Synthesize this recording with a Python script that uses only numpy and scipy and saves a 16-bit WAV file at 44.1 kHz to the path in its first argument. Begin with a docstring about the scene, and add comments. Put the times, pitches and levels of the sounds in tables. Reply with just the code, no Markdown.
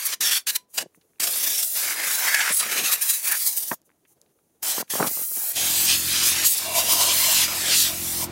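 """A compressed-air blow gun dusts off a small machine in a workshop, close to the microphone.
Short bursts of turbulent hiss, then a long sweep over the front panel; edges and hollows recolour the jet.
The valve then leaks a thin hiss and the gun ticks in the hand.
One more burst and a long sweep over the top follow, with dull puffs of air on the microphone at the start.
During that sweep the compressor starts: a stack of low lines over a rumble. The workshop is faint throughout."""
import sys
import numpy as np
from scipy import signal
from scipy.fft import rfft, irfft
from scipy.io import wavfile
from scipy.ndimage import uniform_filter1d

SR = 44100
rng = np.random.default_rng(int(sys.argv[2]) if len(sys.argv) > 2 else 0)


def put_to_file(sound):
    """Save the sound as 16-bit audio at rate SR, in the file named by the first command-line argument."""
    columns = np.atleast_2d(sound).T  # one column per channel
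    safe = np.clip(columns, -1, 1)
    whole_steps = np.round(safe * 32767)
    wavfile.write(sys.argv[1], SR, whole_steps.astype(np.int16))


N = 366471
TIME = np.arange(N) / SR
FRAME, HOP = 1024, 256  # samples
FRAME_S = np.arange(N // HOP + 5)[:, None] * HOP / SR
BIN_HZ = np.fft.rfftfreq(FRAME, 1 / SR)
CONTROL_S = np.arange(0, N / SR, .001)


def jet(sputter_db=1.5, eddy_hz=1500, level_db=-1):
    """Turbulent hiss under the trigger; its large, low eddies sputter more than the fine ones."""
    controls = handling()
    air = noise(jet_colour(controls))
    low = signal.sosfiltfilt(signal.butter(2, eddy_hz, fs=SR, output="sos"), air)
    fine = air - low
    sputter = evened(gain_of(sputter_db * wander(90)))
    hiss_db = follow(controls, TIME)[0]
    return (fine + low * sputter) * gain_of(level_db + hiss_db)


# gaps and recesses that ring while the jet is on them: start_s, end_s, pitch_hz, width_hz, lift_db
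GAPS = [(.24, .4, 3350, 500, 8), (.24, .4, 5600, 600, 6), (.485, .585, 4100, 230, 10),
        (.48, .58, 2350, 300, 6), (1.23, 1.255, 7600, 700, 7), (1.39, 1.66, 5700, 900, 5),
        (1.39, 1.66, 3400, 600, 6), (1.85, 2.53, 2080, 450, 5.5), (2.27, 2.53, 1680, 300, 7),
        (2.51, 2.62, 10600, 800, 11), (2.51, 2.62, 8100, 500, 9), (2.62, 3.38, 2500, 400, 5),
        (2.6, 3.15, 3950, 300, 5), (3.3, 3.37, 1700, 300, 7), (5.56, 5.98, 3100, 600, 4.5),
        (4.8, 4.85, 1400, 100, 9), (7.01, 7.14, 1130, 160, 7)]
# modes of the hollow housing: pitch_hz, width_hz, lift_share (ratio)
HOUSING_MODES = [(665, 110, 1.1), (1005, 130, 1.1), (2330, 110, .6), (2770, 120, .55)]
# jet crosses the housing's opening: time_s, half_length_s, lift_db
OPENING_PASSES = [(6.735, 0.096, 17.5), (7.14, 0.34, 12), (7.93, 0.057, 19), (8.221, 0.035, 12)]
OPENING_STEEPNESS = 4.0


def jet_colour(controls, ripple_db=1.63, echo_s=0.001116, sway=0.16, patchy_db=2.33):
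    """A free jet is bright; against a surface it darkens and roars, and the hollows there ring."""
    _, bright_db, roar_db, rush_db = follow(controls, FRAME_S)
    # spectra: pitch_hz, level_db
    db = read([(30, -31.0), (90, -23.0), (200, -12.0), (400, -2.5), (600, -.5), (900, -1.7),
               (1700, 3.5), (3400, 1.0), (5500, 0.74), (8000, -1.0), (11000, -2.0), (15500, -5.5)])
    # control weights: pitch_hz, db_per_db
    db = db + bright_db * read([(1900, -0.35), (3400, -1.26), (5500, -0.59),
                                (9000, 0.13), (13000, 0.56), (16000, 0.69)])
    db = db + roar_db * read([(700, 0.19), (1050, 0.61), (1500, 1), (2100, 0.76), (3400, 0.0), (5000, 0.0085)])
    db = db + rush_db * read([(700, 0.76), (1400, 0.12)])

    for start_s, end_s, hz, width_hz, lift_db in GAPS:
        aimed = 1. * ((FRAME_S > start_s) & (FRAME_S < end_s))
        db = db + lift_db * bell(hz, width_hz) * uniform_filter1d(aimed, size=5, axis=0)
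    housing = sum(share * bell(hz, width_hz) for hz, width_hz, share in HOUSING_MODES)
    db = db + passes(OPENING_PASSES, FRAME_S, OPENING_STEEPNESS)[0] * housing

    # the nearby panel's echo combs the hiss; the comb slides as the hand moves
    delay_s = echo_s * np.exp(sway * np.interp(FRAME_S, TIME, wander(1.5)))
    db = db + ripple_db * np.cos(2 * np.pi * BIN_HZ * delay_s)
    db = db + patchy_db * patches(frames=18, bins=7)

    # hiss above 4 kHz set to 0 dB in each frame
    hiss_power = np.mean(gain_of(db) ** 2 * (BIN_HZ > 4000), axis=1, keepdims=True)
    return db - 10 * np.log10(hiss_power)


# Controls of the jet, before its level trim: hiss_db = level above 4 kHz, bright_db = high in free air,
# roar_db = against a surface, rush_db = low rush of the deflected air.
# short squeezes of the trigger:
# opens_s, closes_s, rise_db_per_s, fall_db_per_s, hiss_db, bright_db, roar_db, rush_db
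SHORT_SQUEEZES = [(0, .145, 5002, 1900, -28, 3, -4.5, -16),
                  (0.208, 0.376, 6500, 779, -19.5, 2.5, -6, -15.5),
                  (0.47, 0.506, 5004.5, 1495, -19.5, 2.5, -8, -21),
                  (0.509, 0.564, 5000, 1004, -32, 8.5, -6.5, -8),
                  (.744, 0.78, 1798, 1500, -34.5, 8, -10, -1), (.779, 0.826, 4999, 2289, -29.5, 0, -3, 0),
                  (4.63, 4.817, 3201, 2400, -24.5, 5, -7.5, -2)]
# long squeeze over the front panel: time_s, hiss_db, bright_db, roar_db, rush_db
PANEL_PATH = [(1.2, -20.5, 3, -2.5, -6), (1.284, -23.5, 7.0, -11.5, -5), (1.583, -19.5, 7.0, -12, -16.5),
              (1.852, -22, 5.5, -5.5, -6.5), (1.993, -29.5, 3, 5.5, -5.0), (2.172, -22, 5, -6.5, -7.5),
              (2.479, -24.5, 0.5, 5, -13), (2.621, -28, 3.5, 2.5, 0.5), (2.794, -25, 3.0, 0, -2),
              (3.134, -20.5, 8.5, -14.5, -23), (3.335, -23, 7, 2, -4.5), (3.392, -23.0, 7.5, -18, -24),
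              (3.742, -29, 10, -15.5, 0.5)]
# long squeeze over the top of the machine: time_s, hiss_db, bright_db, roar_db, rush_db
TOP_PATH = [(4.903, -23, 5.0, -9.5, -4), (5.039, -26.0, 7, -11, 4), (5.103, -24, 12, -13.5, -18),
            (5.518, -21.5, 12.5, -9, -10), (5.567, -22.0, 0, -11.5, -10), (5.847, -17.5, 6.5, -10, -15),
            (6.036, -24, 3.5, -10, -29), (6.169, -20.0, -2.0, -8, -16.5), (6.444, -23, 0.5, -4.5, -8),
            (6.697, -28.0, 1.5, -8, -3), (6.96, -19.5, 2.5, -14, -1.5), (7.188, -17, 4, -13, -21),
            (7.437, -17.5, -1.5, -9.5, -19.5), (7.479, -26.5, 1, -4.5, -5.5), (7.71, -22.5, 1, -6.0, -9),
            (7.947, -27.5, 4.5, -11.5, -24), (8.243, -22.5, 5, -14.5, 3.5)]
PANEL_RISE_DB_PER_S, PANEL_FALL_DB_PER_S = 9000, 1700
TOP_RISE_DB_PER_S, TOP_FALL_DB_PER_S = 3000, 760
# more flutter over the knobs and screws of the panel than over the top
BURST_FLUTTER_DB, PANEL_FLUTTER_DB, TOP_FLUTTER_DB, FLUTTER_HZ = 0.84, 1.45, 0.5, 42
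# jet catches an edge and the hiss flares: time_s, half_length_s, lift_db, bright_change_db
EDGE_FLARES = [(.063, 0.013, 13, 8), (.133, .012, 3.5, -3.5), (.562, 0.01, 15, -4.5),
               (.783, 0.01, 10.5, -1.5), (1.24, .0064, 4, -1), (1.274, .0044, 5, -6),
               (1.341, 0.0064, 1, -7), (1.633, 0.0055, 5.5, -1.5), (2.08, 0.078, 4, -0.5),
               (2.287, .01, 2, -2), (2.348, 0.0047, 6.5, -2.5), (2.412, 0.0076, 1, -6),
               (2.605, 0.009, 6.5, -6), (2.72, 0.0091, 4, -3), (2.789, .014, 3.5, -2.5),
               (2.861, 0.021, 5, -2), (2.931, 0.018, 6.5, -0.5), (3.022, 0.011, 8, 3.5),
               (3.104, 0.017, 5.5, -1), (3.158, 0.0068, 1.5, 0.5), (3.28, 0.011, 4, 0.5),
               (3.322, 0.0091, 8.5, 4), (3.477, 0.023, 7, 1), (3.588, .025, 6.5, 2.5),
               (4.695, 0.027, 5, -0.5), (5.075, 0.0099, 5, -5.5), (5.917, 0.051, 2, -8.5),
               (6.279, 0.042, 6, 5.5), (6.458, 0.023, 6, 1.5), (6.779, 0.036, 8, 0), (6.917, 0.032, 6.5, 2),
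               (7.018, 0.021, 2.5, -3.5), (7.103, 0.025, -1, -6), (7.791, 0.098, 7.5, -5)]
FLARE_ROAR_LAG, FLARE_RUSH_LAG = 0.34, .9  # share of a flare that roar and rush do not follow
# jet slips off the surface: time_s, half_length_s, body_loss_db (roar and rush against hiss), hiss_change_db
SURFACE_SLIPS = [(.305, .007, -3, -4), (1.69, 0.06, 9.5, -3), (2.564, 0.041, 15.5, 9),
                 (2.988, 0.025, -6, -10), (3.203, 0.039, 1, -7), (5.297, 0.051, 8, -1),
                 (5.54, .018, -0.5, -9), (6.503, 0.048, 17.5, 7.5), (6.58, 0.015, 10, 6),
                 (7.8, 0.049, 9, 1.5)]
SLIP_BRIGHTENING = 0.38  # dB of brightness per dB of body lost
FLARE_STEEPNESS, SLIP_STEEPNESS = 3.0, 6.0  # 2 = rounded swell, more = flatter top, steeper sides


def handling():
    """The hand squeezes and aims the gun; rows of time_s, hiss_db, bright_db, roar_db, rush_db."""
    t = CONTROL_S
    flutter = np.interp(t, TIME, wander(FLUTTER_HZ))
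    squeezes = []
    for opens_s, closes_s, rise, fall, *held in SHORT_SQUEEZES:
        path = [(opens_s, *held), (closes_s, *held)]
        squeezes.append(squeeze(path, rise, fall, BURST_FLUTTER_DB * flutter))
    squeezes.append(squeeze(PANEL_PATH, PANEL_RISE_DB_PER_S, PANEL_FALL_DB_PER_S, PANEL_FLUTTER_DB * flutter))
    squeezes.append(squeeze(TOP_PATH, TOP_RISE_DB_PER_S, TOP_FALL_DB_PER_S, TOP_FLUTTER_DB * flutter))

    squeezes = np.array(squeezes)
    strongest = squeezes[:, 0].argmax(axis=0)
    hiss, bright, roar, rush = squeezes[strongest, :, np.arange(len(t))].T
    flare, flare_bright = passes(EDGE_FLARES, t, FLARE_STEEPNESS)
    loss, slip_hiss = passes(SURFACE_SLIPS, t, SLIP_STEEPNESS)
    hiss = hiss + flare + slip_hiss
    bright = bright + flare_bright + SLIP_BRIGHTENING * loss
    roar = roar - FLARE_ROAR_LAG * flare - loss
    rush = rush - FLARE_RUSH_LAG * flare - loss
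    return np.transpose([t, hiss, bright, roar, rush])


def squeeze(rows, rise_db_per_s, fall_db_per_s, flutter_db):
    """The jet's four controls for one squeeze, open from its first row to its last."""
    hiss, *colour = follow(rows, CONTROL_S)
    opening_db = valve(CONTROL_S, rows[0][0], rows[-1][0], rise_db_per_s, fall_db_per_s)
    return [hiss + opening_db + flutter_db, *colour]


def valve(t, opens_s, closes_s, rise_db_per_s, fall_db_per_s):
    """Level in dB of a valve that snaps open, holds and shuts."""
    before_db = rise_db_per_s * np.maximum(opens_s - t, 0)
    after_db = fall_db_per_s * np.maximum(t - closes_s, 0)
    return np.maximum(-before_db - after_db, -120)


def passes(rows, t, steepness):
    """Each row swells and fades around its moment; one sum for each column of heights."""
    total = 0
    for s, half_s, *heights in rows:
        swell = np.exp(-abs((t - s) / half_s) ** steepness)
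        total = total + np.multiply.outer(heights, swell)
    return total


# eddies that hit the microphone: time_s, crest_rms_db, half_length_s, upper_edge_hz
EDDIES = [(0.204, -43, .003, 500), (0.827, -41.5, 0.014, 700), (0.86, -40.5, 0.0032, 470),
          (0.977, -55, .004, 450), (1.201, -42, .004, 600), (2.507, -33, 0.0055, 900),
          (2.663, -44, 0.014, 456), (2.805, -41.5, 0.038, 453), (3.717, -19, 0.003, 1780),
          (3.727, -30.5, 0.011, 1390), (4.782, -25, 0.0027, 1200), (4.806, -34, 0.0094, 796),
          (4.826, -30.5, 0.0028, 1200), (4.938, -26, 0.0022, 1500), (4.955, -22, 0.0017, 1070),
          (5.005, -17.5, 0.0066, 1160), (5.028, -18, 0.0035, 1820), (5.028, -27.5, 0.042, 1320),
          (5.046, -26, 0.0037, 1410), (5.071, -28, .003, 1200), (5.111, -40, 0.0049, 694),
          (5.172, -37, 0.0032, 1220), (5.194, -38.5, .003, 1400), (5.216, -41, 0.0041, 1000),
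          (5.318, -40, 0.0013, 1200), (5.377, -45, 0.017, 900), (5.434, -48, 0.0055, 1000)]


def buffets(low_hz=150):
    """Deflected air hits the microphone in short dull puffs."""
    out = np.zeros(N)
    for s, db, half_s, edge_hz in EDDIES:
        t = np.arange(-3 * half_s, 3 * half_s + .02, 1 / SR)
        swell = np.exp(-(t / half_s) ** 2)
        puff = band(swell * rng.standard_normal(SR)[:len(t)], low_hz, 2 * edge_hz, order=4)
        puff = signal.sosfilt(signal.butter(4, edge_hz, fs=SR, output="sos"), puff)
        add(out, s + t[0], gain_of(db) * puff * np.linalg.norm(swell) / np.linalg.norm(puff))
    return out


# sheet metal ringing on as a burst stops: time_s, peak_db, pitch_hz, t60_s
SHEET_RINGS = [(.565, -52, 1000, .26)]


def rings():
    """A thin note of sheet metal dies away."""
    out, t = np.zeros(N), np.arange(SR // 2) / SR
    for s, db, hz, t60_s in SHEET_RINGS:
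        add(out, s, gain_of(db - 60 * t / t60_s) * np.sin(2 * np.pi * hz * t))
    return out


# gun and hose ticking in the hand: time_s, peak_db, pitch_hz, decay_s
HAND_TICKS = [(.947, -45.5, 1690, 0.00092), (1.012, -51.5, 3500, 0.0061), (1.134, -57.5, 2000, .001),
              (1.159, -56.5, 2000, .001), (1.185, -52, 2000, 0.00074), (3.817, -47, 10000, 0.00079),
              (3.893, -51, 1600, 0.00089), (3.902, -50, 1590, .001), (3.916, -52.5, 1900, 0.00078),
              (4.051, -52.5, 2190, .005), (4.215, -38.5, 8150, 0.00078), (4.262, -59, 3000, .001),
              (4.389, -61, 1790, 0.0017), (4.879, -46, 2490, 0.0091)]


def ticks():
    """Tiny dry clicks: decaying noise, each banded around its own pitch."""
    out, t = np.zeros(N), np.arange(SR // 20) / SR
    for s, db, hz, decay_s in HAND_TICKS:
        tick = band(rng.standard_normal(len(t)) * np.exp(-t / decay_s), hz * 0.55, hz * 1.3)
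        add(out, s, gain_of(db) * tick / abs(tick).max())
    return out


# air seeping through the closed valve: start_s, end_s, level_db
VALVE_SEEPS = [(.705, .74, -58), (.87, .94, -75), (.953, .962, -59), (.97, 1.2, -70.5),
               (3.857, 3.87, -62.5), (3.88, 4.3, -74), (4.083, 4.13, -60), (4.3, 4.62, -72),
               (4.88, 4.9, -56.5)]
# its relative spectrum: pitch_hz, level_db
SEEP_SPECTRUM = [(1000, -20), (5000, -17), (6300, -1.5), (8000, -7.5), (9700, 1.5), (12000, -4.5),
                 (13600, -1.5), (16000, -4.5)]
SEEP_RISE_DB_PER_S, SEEP_FALL_DB_PER_S = 900, 700


def leak():
    """A thin hiss of coloured noise from the closed valve; the strongest seep sets the level."""
    levels_db = [level_db + valve(TIME, start_s, end_s, SEEP_RISE_DB_PER_S, SEEP_FALL_DB_PER_S)
                 for start_s, end_s, level_db in VALVE_SEEPS]
    return gain_of(np.max(levels_db, axis=0)) * evened(noise(read(SEEP_SPECTRUM)))


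def room(x, t60_s=0.125):
    """The short, dull tail of a cluttered workshop: decaying noise as impulse response."""
    t = np.arange(SR // 2) / SR
    tail = band(rng.standard_normal(len(t)), 150, 6000, order=1)
    tail = tail * gain_of(-60 * t / t60_s) * (t > .006)
    return signal.fftconvolve(x, tail / np.linalg.norm(tail))[:N]


# compressor run: time_s, shaft_hz (turns per s), hum_level_db
SHAFT = [(5.5, 42.1, -81), (5.57, 43.07, -47.5), (5.7, 43.67, -42.5), (6.44, 44.03, -43), (6.52, 43.5, -63),
         (6.68, 43.8, -46.5), (7.6, 44.06, -44), (8.1, 44.46, -41), (8.31, 43.6, -36.5)]
# hum lines, relative: shaft_multiple (ratio), level_db
HUM_ORDERS = [(1, -6.5), (2, 3.5), (3, -1), (4, 0.5), (5, 1), (6, -8), (7, 2), (8, 1.5), (9, -23),
              (10, -23.5)]
# rumble spectrum, relative: pitch_hz, density_db (dB per Hz)
RUMBLE_SPECTRUM = [(20, -9.5), (60, -8), (130, -3.5), (350, -13), (700, -5.5), (1500, -13), (4000, -18),
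                   (12000, -27.5)]


def compressor(waver_db=3.0, rumble_db=-4, jitter=.003):
    """One stroke a turn gives a stack of wavering low lines over a rumble."""
    shaft_hz, db = follow(SHAFT, TIME)
    turns = np.cumsum(shaft_hz * (1 + jitter * wander(6))) / SR
    hum = np.zeros(N)
    for order, line_db in HUM_ORDERS:
        line = np.cos(2 * np.pi * (round(order) * turns + rng.random()))
        hum += gain_of(line_db + waver_db * wander(27.0)) * line
    rumble = evened(noise(read(RUMBLE_SPECTRUM)))
    return gain_of(db) * (evened(hum) + gain_of(rumble_db) * rumble)


# quiet workshop, relative spectrum: pitch_hz, density_db (dB per Hz)
SHOP_SPECTRUM = [(30, -44.5), (80, -25), (130, -5.5), (250, -5.5), (420, -2.5), (700, -12), (2000, -23.5),
                 (6000, -26), (15000, -28)]
SHOP_DB = -70  # rms


def workshop(uneven_db=2.0, patchy_db=3):
    """A faint, uneven noise background, strongest in the low middle."""
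    db = read(SHOP_SPECTRUM) + patchy_db * patches(frames=8, bins=4) * (BIN_HZ < 900)
    return gain_of(SHOP_DB) * evened(noise(db) * gain_of(uneven_db * wander(30)))


def gain_of(db):
    """Decibels to amplitude."""
    return 10 ** (np.asarray(db) / 20)


def evened(x):
    """Scales to rms 1."""
    return x / np.sqrt(np.mean(x ** 2) + 1e-20)


def follow(rows, t):
    """Every column of a curve at the times t."""
    s, *columns = np.transpose(rows)
    return [np.interp(t, s, column) for column in columns]


def read(points):
    """A spectrum at every bin, joined on a log-frequency axis."""
    hz, value = np.transpose(points)
    return np.interp(np.log(BIN_HZ + 1), np.log(hz), value)


def bell(hz, width_hz):
    """Shape of one resonance, height 1."""
    return 1 / (1 + (2 * (BIN_HZ - hz) / width_hz) ** 2)


def patches(frames, bins):
    """Random patches of rms 1 over time and frequency, smoothed over so many frames and bins."""
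    field = rng.standard_normal((len(FRAME_S), len(BIN_HZ)))
    field = uniform_filter1d(field, size=frames, axis=0)
    return evened(uniform_filter1d(field, size=bins, axis=1))


def wander(rate_hz):
    """Smooth chance of rms 1: white noise faded out above rate_hz."""
    lowpass = 1 / (1 + (np.fft.rfftfreq(N, 1 / SR) / rate_hz) ** 4)
    return evened(irfft(rfft(rng.standard_normal(N)) * lowpass, N))


def noise(db):
    """White noise of rms 1 coloured by a dB field over frames and bins."""
    white = rng.standard_normal(N + 2 * FRAME)
    z = signal.stft(white, nperseg=FRAME, noverlap=FRAME - HOP)[2][:, :len(FRAME_S)]
    return signal.istft(z * gain_of(db + 0 * FRAME_S).T, nperseg=FRAME, noverlap=FRAME - HOP)[1][:N]


def band(x, low_hz, high_hz, order=2):
    """Band-pass filter."""
    edges_hz = [low_hz, min(high_hz, SR / 2 - 1)]
    return signal.sosfilt(signal.butter(order, edges_hz, "band", fs=SR, output="sos"), x)


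def add(mix, s, sound):
    """Mixes a sound in at time s."""
    part = mix[round(s * SR):][:len(sound)]
    part += sound[:len(part)]


def scene(room_db=-22):
    """All sources at one microphone, alike in both channels."""
    near = jet() + rings() + ticks() + leak()
    mono = near + gain_of(room_db) * room(near) + buffets() + compressor() + workshop()
    return np.array([mono, mono])


def record(dry, edge_hz=15900):
    """Band limit: a steep low-pass; no treble above edge_hz."""
    lowpass = signal.firwin(511, edge_hz, window=("kaiser", 9), fs=SR)
    return signal.oaconvolve(dry, lowpass[None], "same")


dry = scene()
out = record(dry)
put_to_file(out)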